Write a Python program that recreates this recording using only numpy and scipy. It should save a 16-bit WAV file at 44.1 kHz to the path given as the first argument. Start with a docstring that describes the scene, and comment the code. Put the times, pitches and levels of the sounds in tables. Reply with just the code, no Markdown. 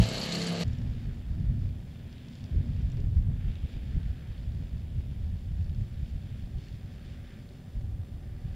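"""Night at a dirt oval

First an engine runs steadily close by, its exhaust booming and its valves clattering, while a low
wind thump dies away. After a very short silence a second scene begins: gusty wind buffets the
microphone, and a field of cars idles far away. Their uneven firings blur into a drone and a rasp,
with one open exhaust cracking faintly."""
import sys
import numpy as np
from scipy.fft import rfft, irfft, next_fast_len
from scipy.io import wavfile
from scipy.ndimage import uniform_filter1d, map_coordinates

SR = 44100
rng = np.random.default_rng(int(sys.argv[2]) if len(sys.argv) > 2 else 0)


def file_out(sig):
    """Save sig as 16-bit WAV at sys.argv[1]."""
    # one column per channel
    cols = np.atleast_2d(sig).T
    # limit, then scale
    lim = np.clip(cols, -1, 1)
    pcm = np.round(lim * 32767).astype(np.int16)
    wavfile.write(sys.argv[1], SR, pcm)


N = 377055
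TIME = np.arange(N) / SR
FFT_SIZE = next_fast_len(N + 8192)
FFT_HZ = np.fft.rfftfreq(FFT_SIZE, 1 / SR)
FIRST_SCENE, SECOND_SCENE = TIME < 0.6362, TIME > 0.6414  # on/off switches, about 5 ms apart
CYCLE_HZ, EXHAUST_DB = 34.29, -40  # near engine: repeat rate of its firing pattern, base level

# How loud the near engine's parts are. Each row: time in seconds, boom in dB, clatter in dB,
# then the lower and the upper metal ring in dB compared with EXHAUST_DB.
ENGINE_LEVELS = [(0.0, -45, -41, -28, -21), (0.12, -50, -40, -32, -23), (0.22, -42.5, -38.5, -30, -17),
                 (0.28, -39.5, -39.5, -34, -27), (0.34, -38, -38.5, -28, -24), (0.48, -34, -40.5, -17, -29),
                 (0.55, -34.5, -41.5, -26, -30), (0.64, -33, -39, -30, -25)]
def near_engine():
    """An engine close by: exhaust and valves follow one cycle, with loud clanks on top."""
    boom_db, clatter_db, *ring_db = curves(ENGINE_LEVELS)
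    angle = 2 * np.pi * CYCLE_HZ * TIME
    return exhaust(angle, boom_db) + valve_clatter(angle, clatter_db, ring_db) + valve_clanks()


# The exhaust's tones. Each row: multiple of the cycle rate, relative level in dB.
EXHAUST_TONES = [(1, -28), (2, -41), (3, -16), (4, -10.5), (5, 0), (6, -8), (7, -11), (8, -20), (9, -21),
                 (10, -18), (11, -18.5), (12, -23), (13, -9.5), (14, -16), (15, -14), (16, -21.5),
                 (17, -17), (18, -23), (19, -15.5), (20, -21.5), (21, -22), (22, -31), (23, -28), (24, -28),
                 (25, -24.5), (26, -30), (27, -31), (28, -25.5), (29, -41), (30, -48), (31, -46), (32, -31),
                 (33, -52), (34, -37), (35, -35), (36, -24)]
# The noise between those tones. Each row: frequency in Hz, relative level in dB.
EXHAUST_COLOUR = [(35, -46), (60, -13), (174, 1.5), (228, -2.5), (319, -9), (446, -9.5), (651, -7),
                  (1030, -18), (1500, -15), (1950, -53), (3300, -120)]
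def exhaust(angle, boom_db, boom_multiple=5):
    """Repeating firings make clean tones over puffing noise; one tone booms at its own level."""
    tones = np.zeros(N)
    for multiple, db in EXHAUST_TONES:
        if multiple != boom_multiple:  # each tone swells and fades on its own, for one second
            level = amp(db + 3.7 * wobble(7.7, size=SR))
            phase = 0.34 * wobble(12.8, size=SR) + rng.normal(np.pi / 2, 1.55)
            tones[:SR] += level * np.sin(multiple * angle[:SR] + phase)
    puffing = coloured(amp(1.8 * np.cos(angle)) * noise(), EXHAUST_COLOUR)
    boom_level = np.sqrt(2) * amp(boom_db + 1.7 * wobble(23.8))
    boom = boom_level * np.sin(boom_multiple * angle + 0.18 * wobble(30.4))
    return amp(EXHAUST_DB) * (amp(5.5) * tones + amp(-2) * puffing) + boom


# The clatter and its high sheen. Each row: frequency in Hz, relative level in dB.
CLATTER_COLOUR = [(590, -34), (1000, -20), (1200, -5), (1430, -24), (1610, -3), (1940, -6), (2140, -1.5),
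                  (2420, -6), (2960, 0), (3520, -5.5), (4390, 1), (4820, -5.5), (5140, -9.5), (7490, -13),
                  (9000, -27), (11700, -48), (19800, -120)]
SHEEN_COLOUR = [(4120, -31), (7000, -13.5), (7530, 7), (9020, -7), (9620, -7), (11100, -11), (12600, -1),
                (13300, -11), (14900, -9), (15600, -24)]
# The rings of thin metal. Each row: pitch in Hz, width in Hz.
METAL_RINGS = [(9700, 720), (11100, 1100)]
def valve_clatter(angle, clatter_db, ring_db):
    """Valve noise swells once and three times a cycle, and thin metal rings along."""
    beat = amp(0.48 * np.cos(angle) + 1.6 * np.cos(3 * angle) + 1.24 * wobble(38.6))
    grit = beat * amp(2.6 * wobble(70))
    clatter = coloured(beat * noise(), CLATTER_COLOUR)
    sheen = amp(-22) * coloured(grit * noise(), SHEEN_COLOUR)
    rings = sum(amp(EXHAUST_DB + db) * resonant(grit ** 1.1 * noise(), [(hz, width, 0)])
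                for (hz, width), db in zip(METAL_RINGS, ring_db))
    return amp(clatter_db) * (clatter + sheen) + rings


# The loudest clanks. Each row: start in seconds, level in dB, pitch in Hz,
# overtone in dB compared with that level.
VALVE_CLANKS = [(0.038, -33, 4430, -15), (0.0876, -37, 4370, -1.5), (0.151, -38, 4040, -15),
                (0.179, -30, 4310, -13), (0.2142, -29, 4610, -18), (0.2362, -29, 4440, -20),
                (0.2625, -38, 4050, -20), (0.2846, -39, 4260, -24), (0.3224, -27.5, 4190, -9),
                (0.3527, -27, 4440, -14), (0.383, -37, 4600, -10), (0.416, -31.5, 4380, -8),
                (0.4682, -32, 4530, -6)]
def valve_clanks():
    """Each hard valve strike rings briefly, with a higher overtone."""
    out = np.zeros(N + SR)
    for start, db, hz, overtone_db in VALVE_CLANKS:
        add_ring(out, start, db, hz, fade_s=0.055, rough=0.18)
        add_ring(out, start, db + overtone_db, rng.uniform(6800, 7800), fade_s=0.057, rough=0.33)
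    return out[:N]


# The steady wind. Each row: time in seconds, low push in dB, flutter in dB.
WIND_LEVELS = [(0.65, -44, -36.5), (0.85, -39.5, -38), (1.16, -43, -49), (1.57, -31, -32), (1.79, -40, -47),
               (2.21, -55, -51.5), (2.47, -49, -44), (2.69, -31.5, -39), (3.29, -33.5, -31.5),
               (3.51, -36, -49), (3.71, -41.5, -49), (3.99, -36, -37), (4.28, -42.5, -56.5),
               (4.72, -40, -47.5), (5.64, -37, -44), (6.64, -45, -45.5), (6.81, -54, -49),
               (7.1, -43.5, -48.5), (7.67, -53, -56), (7.89, -38, -49), (8.22, -46.5, -54),
               (8.55, -39.5, -46)]
# The strongest eddies (swirls of air). Each row: time of the peak in seconds, level in dB,
# flutter in dB compared with that level, length in seconds.
STRONG_EDDIES = [(0.698, -26, -7, 0.071), (0.894, -29.5, -3.5, 0.06), (1.087, -33, -5, 0.14),
                 (1.31, -29.5, -6, 0.075), (1.489, -23, -10, 0.05), (1.657, -29.5, -12, 0.16),
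                 (1.9, -42, -6, 0.054), (2.574, -22, -15, 0.085), (2.85, -27.5, -13, 0.066),
                 (3.012, -29, -9, 0.042), (3.181, -20, -6.5, 0.046), (3.479, -27, -2.5, 0.074),
                 (3.646, -28.5, 4.5, 0.031), (3.768, -31.5, -7, 0.061), (3.962, -27, 0, 0.053),
                 (4.081, -28.5, -8.5, 0.12), (4.304, -32.5, -10, 0.047), (4.395, -34.5, -20, 0.052),
                 (4.488, -31, -16, 0.073), (4.598, -34.5, -2.5, 0.14), (4.747, -32, -5, 0.062),
                 (4.981, -26.5, -11, 0.059), (5.243, -31, -19, 0.21), (5.338, -31.5, -6, 0.029),
                 (5.608, -27.5, -13, 0.066), (5.705, -28, -13.5, 0.042), (5.812, -30, -2, 0.084),
                 (6.029, -28, -6, 0.039), (6.155, -31, -10, 0.09), (6.32, -38.5, -8, 0.11),
                 (6.445, -33.5, -11, 0.037), (6.567, -30.5, -11, 0.07), (6.73, -40.5, -3, 0.107),
                 (6.85, -34, -14, 0.028), (6.976, -43, -9, 0.14), (7.773, -27.5, -10, 0.045),
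                 (7.846, -32.5, -11, 0.071), (8.008, -32, -18, 0.057), (8.148, -36, -16, 0.078),
                 (8.45, -34, -3, 0.045)]
# The low push and the flutter. Each row: frequency in Hz, relative level in dB.
PUSH_COLOUR = [(8.8, -50), (15, -7.5), (43, 2.5), (85, 3.5), (124, -7), (200, -21.5), (260, -58),
               (440, -120)]
FLUTTER_COLOUR = [(41, -14), (70, -2), (126, -2.5), (189, -13), (247, -25.5), (303, -33.5), (437, -45.5),
                  (540, -53), (700, -47), (910, -84), (1540, -120)]
def wind():
    """Small random eddies push on the microphone, strong ones swell past, and a flutter trembles."""
    push_level, flutter_level = (amp(db + 3 * wobble(14)) for db in curves(WIND_LEVELS))
    eddy_push, eddy_flutter = np.zeros((2, N))
    for peak, db, flutter_db, length in STRONG_EDDIES:
        span = slice(round((peak - 2 * length) * SR), round((peak + 2 * length) * SR))
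        bump = np.exp(-(2 * (TIME[span] - peak) / length) ** 2)
        eddy_push[span] += amp(db) * bump
        eddy_flutter[span] += amp(db + flutter_db) * bump
    push = evened(coloured(noise(), PUSH_COLOUR), window_s=0.023, share=0.88)
    flutter = evened(coloured(noise(), FLUTTER_COLOUR), window_s=0.05, share=0.86)
    flutter *= amp(2.2 * wobble(35))
    return np.maximum(push_level, eddy_push) * push + np.maximum(flutter_level, eddy_flutter) * flutter


# Puffs of air. Each row: start in seconds, highest level in dB.
AIR_PUFFS = [(2.523, -46.5), (2.58, -52), (2.64, -54), (2.976, -47.5), (3.027, -54), (3.62, -64),
             (3.824, -59)]
# Their tone colour. Each row: frequency in Hz, relative level in dB.
AIR_COLOUR = [(150, -22), (250, 7.5), (400, -0.5), (650, -18), (1000, -47), (2000, -120)]
def air_puffs(rise_s=0.015):
    """Hard eddies burst with a short puff, higher than the wind's rumble."""
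    level = np.zeros(N)
    for start, db in AIR_PUFFS:
        age = np.clip(TIME - start, 0, 1) / rise_s
        level += amp(db) * age * np.exp(1 - age) * (age < 12)
    return level * coloured(noise(), AIR_COLOUR)


# The thump's low tones. Each row: pitch in Hz, starting level in dB, seconds to fade by 60 dB.
THUMP_TONES = [(109.9, -17.5, 0.33), (55.7, -18.5, 0.093), (181, -16.5, 0.17)]
# The rumble under them. Each row: time in seconds, level in dB.
RUMBLE_LEVELS = [(0.0, -16), (0.064, -45), (0.14, -42), (0.3, -50)]
def wind_thump():
    """A low wind thump opens the scene: three quickly fading low tones over a soft rumble."""
    tones = sum(amp(db - 60 * TIME / fade_s) * np.sin(2 * np.pi * hz * (TIME + 0.01185))
                for hz, db, fade_s in THUMP_TONES)
    return tones + amp(curves(RUMBLE_LEVELS)[0]) * coloured(noise(), PUSH_COLOUR)


# The far cars' firing rates in Hz, one for each car.
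FIRING_RATES = [53.95, 60.37, 67, 75.84, 86.3, 94.5, 103.76]
# Their drone. Each row: time in seconds, level in dB.
DRONE_LEVELS = [(0.65, -44), (1.4, -46), (2.2, -48.5), (2.6, -45), (3.6, -47), (4.6, -47.5), (6.1, -49.5),
                (8.55, -48)]
# Their rasp. Each row: time in seconds, middle band in dB, then the bright and the dull band
# in dB compared with the middle one.
RASP_LEVELS = [(0.65, -61.5, -5, -3), (1.37, -67.5, -5, 0.5), (1.84, -67, -5, -3),
               (2.21, -63.5, -8.5, -6.5), (2.39, -64.5, -4.5, -4), (2.63, -65, -6, -3),
               (2.76, -63, -7, -3.5), (3.29, -69, -4.5, -1.5), (3.47, -62, -10, -2.5), (3.71, -61, -9, -8),
               (3.95, -65.5, -6, 0.5), (4.34, -63.5, -8.5, -3), (4.52, -67, -5.5, -3.5),
               (4.83, -66, -7.5, -4.5), (5.53, -68.5, -3.5, -2.5), (6.39, -65, -7, -2.5),
               (6.57, -69, -3, -3), (6.61, -64, -4, -6), (6.85, -67, -5, -1), (7.14, -62.5, -7.5, -4.5),
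               (7.18, -65.5, -4.5, 1.5), (7.87, -71, -4, -3), (8.35, -70, -4.5, 2), (8.55, -65, -5, -3)]
# The drone and the three bands of rasp. Each row: frequency in Hz, relative level in dB.
DRONE_COLOUR = [(18, -43), (30, -13), (59, -18), (81, -7), (155, -1), (178, -6.5), (244, -6), (277, -13),
                (310, -17.5), (351, -18.5), (424, -22), (600, -24), (1300, -39.5), (1690, -43.5),
                (2860, -120)]
MIDDLE_COLOUR = [(1350, -10), (2300, -0.5), (3540, 1), (4100, -5.5), (5330, -60), (9020, -120)]
BRIGHT_COLOUR = [(2290, -25), (3900, 0), (4000, -1), (4390, 5), (5230, 2.5), (5800, -3.5), (6440, -6.5),
                 (7080, -2.5), (8500, -19.5), (11000, -32), (18700, -120)]
DULL_COLOUR = [(590, -23), (1000, -18), (1300, -3), (1750, 2.5), (2400, -5.5), (3120, -20), (5280, -120)]
def far_cars():
    """Uneven firings of many cars blur into a drone; distance smears their rasp into a wash."""
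    drone_db, = curves(DRONE_LEVELS)
    rasp_db, bright_db, dull_db = curves(RASP_LEVELS)
    pulses = sum(firings(hz, jitter=0.06, spread_db=3.5) for hz in FIRING_RATES)
    drone = coloured(unit(pulses) + 0.72 * noise(), DRONE_COLOUR)
    pulse_tail = np.exp(-np.arange(900) / 180)
    puffing = 1.2 + unit(np.convolve(pulses, pulse_tail)[:N])
    puffing *= amp(0.56 * wobble(14))
    middle = coloured(puffing * noise(), MIDDLE_COLOUR)
    bright = coloured(puffing * amp(0.85 * wobble(21)) * noise(), BRIGHT_COLOUR)
    dull = coloured(puffing * amp(0.88 * wobble(9.1)) * noise(), DULL_COLOUR)
    rasp = middle + amp(bright_db) * bright + amp(dull_db) * dull
    return notched(amp(drone_db) * drone + amp(rasp_db) * rasp + exhaust_cracks(rasp_db))


# The loudest cracks. Each row: start in seconds, level in dB, pitch in Hz,
# then a high ring and a lower ring in dB compared with that level.
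LOUD_CRACKS = [(0.6794, -51, 4590, -2, -4), (0.7128, -56, 3700, -13, -3), (0.7314, -48, 5120, -8, -8),
               (0.7517, -48.5, 3970, -18, -5), (0.7856, -48.5, 5360, -18, -7), (0.818, -56, 5300, -13, -8),
               (1.6901, -55, 4450, -17, 0), (1.9395, -51, 3750, -14, -8), (2.1271, -48, 3700, -18, -2),
               (2.1804, -55, 3880, -17, 2), (2.2842, -47.5, 5350, -16, -10), (2.3346, -48, 3810, -19, -15),
               (2.3535, -46, 4300, -12, -11), (2.387, -53, 5280, -20, -5), (2.4074, -50, 3790, -23, -11),
               (2.4404, -44, 4810, -24, -10), (2.4594, -52, 4460, -22, -6), (2.7472, -59, 4940, -18, -2),
               (2.7661, -57, 5290, -13, 4), (2.7816, -56, 3710, -22, -6), (2.816, -57, 5310, -18, -3),
               (2.8594, -62, 5240, -12, -4), (2.8998, -53, 4490, -6, -5), (2.9183, -50, 5190, -7, -5),
               (2.9701, -50, 4510, -16, -6), (3.0031, -49, 4750, -11, -6), (3.555, -50, 3830, -17, 4),
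               (3.6217, -54, 4230, -19, -4), (3.6865, -58, 4360, -18, 3), (3.7304, -57, 5030, -20, -4),
               (4.0312, -54, 3720, -19, 0), (4.3789, -55, 4190, -21, 4), (4.8045, -57, 4400, -17, -2),
               (5.6256, -53, 4250, -22, -10), (5.6441, -52, 4540, -20, -8), (5.695, -51, 3700, -19, -4),
               (5.7473, -51.5, 4240, -19, -4), (6.5834, -54, 4240, -20, -3), (6.6847, -49, 4340, -18, -6),
               (6.7271, -51, 4460, -19, -6), (7.0484, -55, 4480, -19, -5), (7.0788, -57, 3730, -18, -5),
               (7.4894, -51, 4300, -16, -7)]
def exhaust_cracks(rasp_db, firing_hz=57.75):
    """One open exhaust cracks at each firing, mostly buried in the wash; some cracks snap brightly."""
    out = np.zeros(N + SR)
    draws = rng.standard_normal((int(N / SR * firing_hz) - 1, 3))
    for k, (late, size, pitch) in enumerate(draws):
        start = abs(k + 0.12 * late) / firing_hz
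        db = rasp_db[round(start * SR)] + 6.5 + 3 * np.tanh(size)
        hz = 2900 * np.exp(0.402 * np.tanh(pitch))
        add_ring(out, start, db, hz, fade_s=0.016, rough=0.28)
    for start, db, hz, high_db, low_db in LOUD_CRACKS:
        add_ring(out, start, db, hz, fade_s=0.012, rough=0.4)
        add_ring(out, start, db + high_db, hz=7200, fade_s=0.013, rough=0.15)
        add_ring(out, start, db + low_db, hz=3100, fade_s=0.021, rough=0.32)
    return out[:N]


# The far exhausts' tones. Each row: pitch in Hz, width in Hz, relative level in dB.
UPPER_HUMS = [(373.7, 32, 3.5), (571, 44, -1), (759, 35, -3), (1185, 26, -9.5)]
LOWER_HUM = [(239, 29, 0)]
# How loud they are. Each row: time in seconds, upper hums in dB, lower hum in dB.
HUM_LEVELS = [(0.65, -76, -46.5), (1.3, -73, -56.5), (1.52, -69, -51), (1.62, -77, -44), (1.75, -70, -57),
              (2.45, -73, -56), (2.66, -77, -46), (3, -76, -63), (6.7, -67, -68.5), (7.2, -66, -62),
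              (8.55, -64, -71)]
def exhaust_hums(blip_s=1.085, blip_hz=398):
    """Distance and uneven running leave exhaust tones fuzzy; one clear tone peeks out briefly."""
    upper_db, lower_db = curves(HUM_LEVELS)
    upper = amp(upper_db) * resonant(noise(), UPPER_HUMS)
    lower = amp(lower_db) * resonant(noise(), LOWER_HUM)
    blip_level = amp(-53) * np.exp(-((TIME - blip_s) / 0.03) ** 2)
    return upper + lower + blip_level * np.sin(2 * np.pi * blip_hz * TIME)


# Hiss that left and right share, and hiss that is opposite in the two.
# Each row: frequency in Hz, relative level in dB.
SHARED_HISS_COLOUR = [(3530, -24), (6000, -4), (6980, -5), (8030, -3), (14200, -4.5), (15600, -5)]
SIDE_HISS_COLOUR = [(30, -25), (250, -4), (700, 6), (2400, -19), (4400, -8), (6000, 6.5), (15700, 6.5)]
def microphone_hiss():
    """The microphone's own faint hiss, quieter in the first scene."""
    side = amp(-74.5) * coloured(noise(), SIDE_HISS_COLOUR)
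    shared = amp(-74) * coloured(noise(), SHARED_HISS_COLOUR)
    return (amp(-19) * FIRST_SCENE + SECOND_SCENE) * (shared + np.array([side, -side]))


def amp(db):
    """Turn dB into a number to multiply by."""
    return 10 ** (np.asarray(db) / 20)


def unit(x):
    """Scale x to an average (rms) level of 1."""
    return x / np.sqrt(np.mean(x ** 2) + 1e-20)


def noise():
    """White noise."""
    return rng.standard_normal(N)


def curves(rows):
    """Join a table's rows with straight lines: one curve for each column after the time."""
    times, *columns = np.transpose(rows)
    return [np.interp(TIME, times, column) for column in columns]


def wobble(rate, size=N):
    """A smooth curve through `rate` random values a second."""
    points = rng.standard_normal(int(size * rate / SR) + 4)
    return map_coordinates(points, [np.arange(size) * rate / SR])


def firings(hz, jitter, spread_db):
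    """One pulse for each firing, scattered in time and size."""
    late, size = rng.standard_normal((int(N / SR * hz), 2)).T
    starts = np.cumsum(1 + jitter * late) / hz
    return np.bincount(np.clip(starts * SR, 0, N).astype(int), amp(spread_db * size), N + 1)[:N]


def add_ring(out, start, db, hz, fade_s, rough):
    """Add a 40 ms ring that falls 60 dB per fade_s; rough blurs its pitch towards noise."""
    t = np.arange(SR // 25) / SR
    blur = rough * np.cumsum(uniform_filter1d(rng.standard_normal(len(t)), size=9))
    level = amp(db - 60 * t / fade_s) * (1 - np.exp(-t / 0.00025))
    out[round(start * SR):][:len(t)] += level * np.sin(2 * np.pi * hz * t + blur)


def filtered(x, gain):
    """Multiply each frequency in x by its gain."""
    return irfft(rfft(x, FFT_SIZE) * gain, FFT_SIZE)[..., :N]


def coloured(x, colour):
    """Give x the tone colour of a table of Hz and dB, at level 1."""
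    hz, db = np.transpose(colour)
    return unit(filtered(x, amp(np.interp(np.log(FFT_HZ + 1), np.log(hz + 1), db))))


def resonant(x, peaks):
    """Make x ring at each peak's pitch, at level 1."""
    gain = sum(amp(db) * (FFT_HZ * width) ** 2 / ((hz ** 2 - FFT_HZ ** 2) ** 2 + (FFT_HZ * width) ** 2)
               for hz, width, db in peaks)
    return unit(filtered(x, gain))


def notched(x, hz=3960, half_width_hz=83, depth=0.54):
    """Weaken one narrow band of x."""
    return filtered(x, 1 - depth * np.exp(-((FFT_HZ - hz) / half_width_hz) ** 2))


def evened(x, window_s, share):
    """Take a share of the slow swings in loudness out of x, leaving it at level 1."""
    window = round(window_s * SR)
    power = uniform_filter1d(uniform_filter1d(x ** 2, window), window)
    level = np.sqrt(np.abs(power) + 1e-4)
    return unit(x / level ** share)


def scene():
    """Two scenes in turn. 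Almost mono, with a faint random left-right flicker."""
    thump = wind_thump()
    buffeting = wind() + air_puffs()
    first = (near_engine() + thump) * FIRST_SCENE
    second = (buffeting + far_cars() + exhaust_hums()) * SECOND_SCENE
    flicker = 0.0016 * wobble(9) ** 3 - 0.009
    side = flicker * (1.6 * thump * FIRST_SCENE + second)
    return first + second + np.array([side, -side])


def record(dry, top_hz=15720):
    """The microphone adds its hiss and passes nothing above top_hz."""
    return filtered(dry + microphone_hiss(), FFT_HZ < top_hz)


dry = scene()
out = record(dry)
file_out(out)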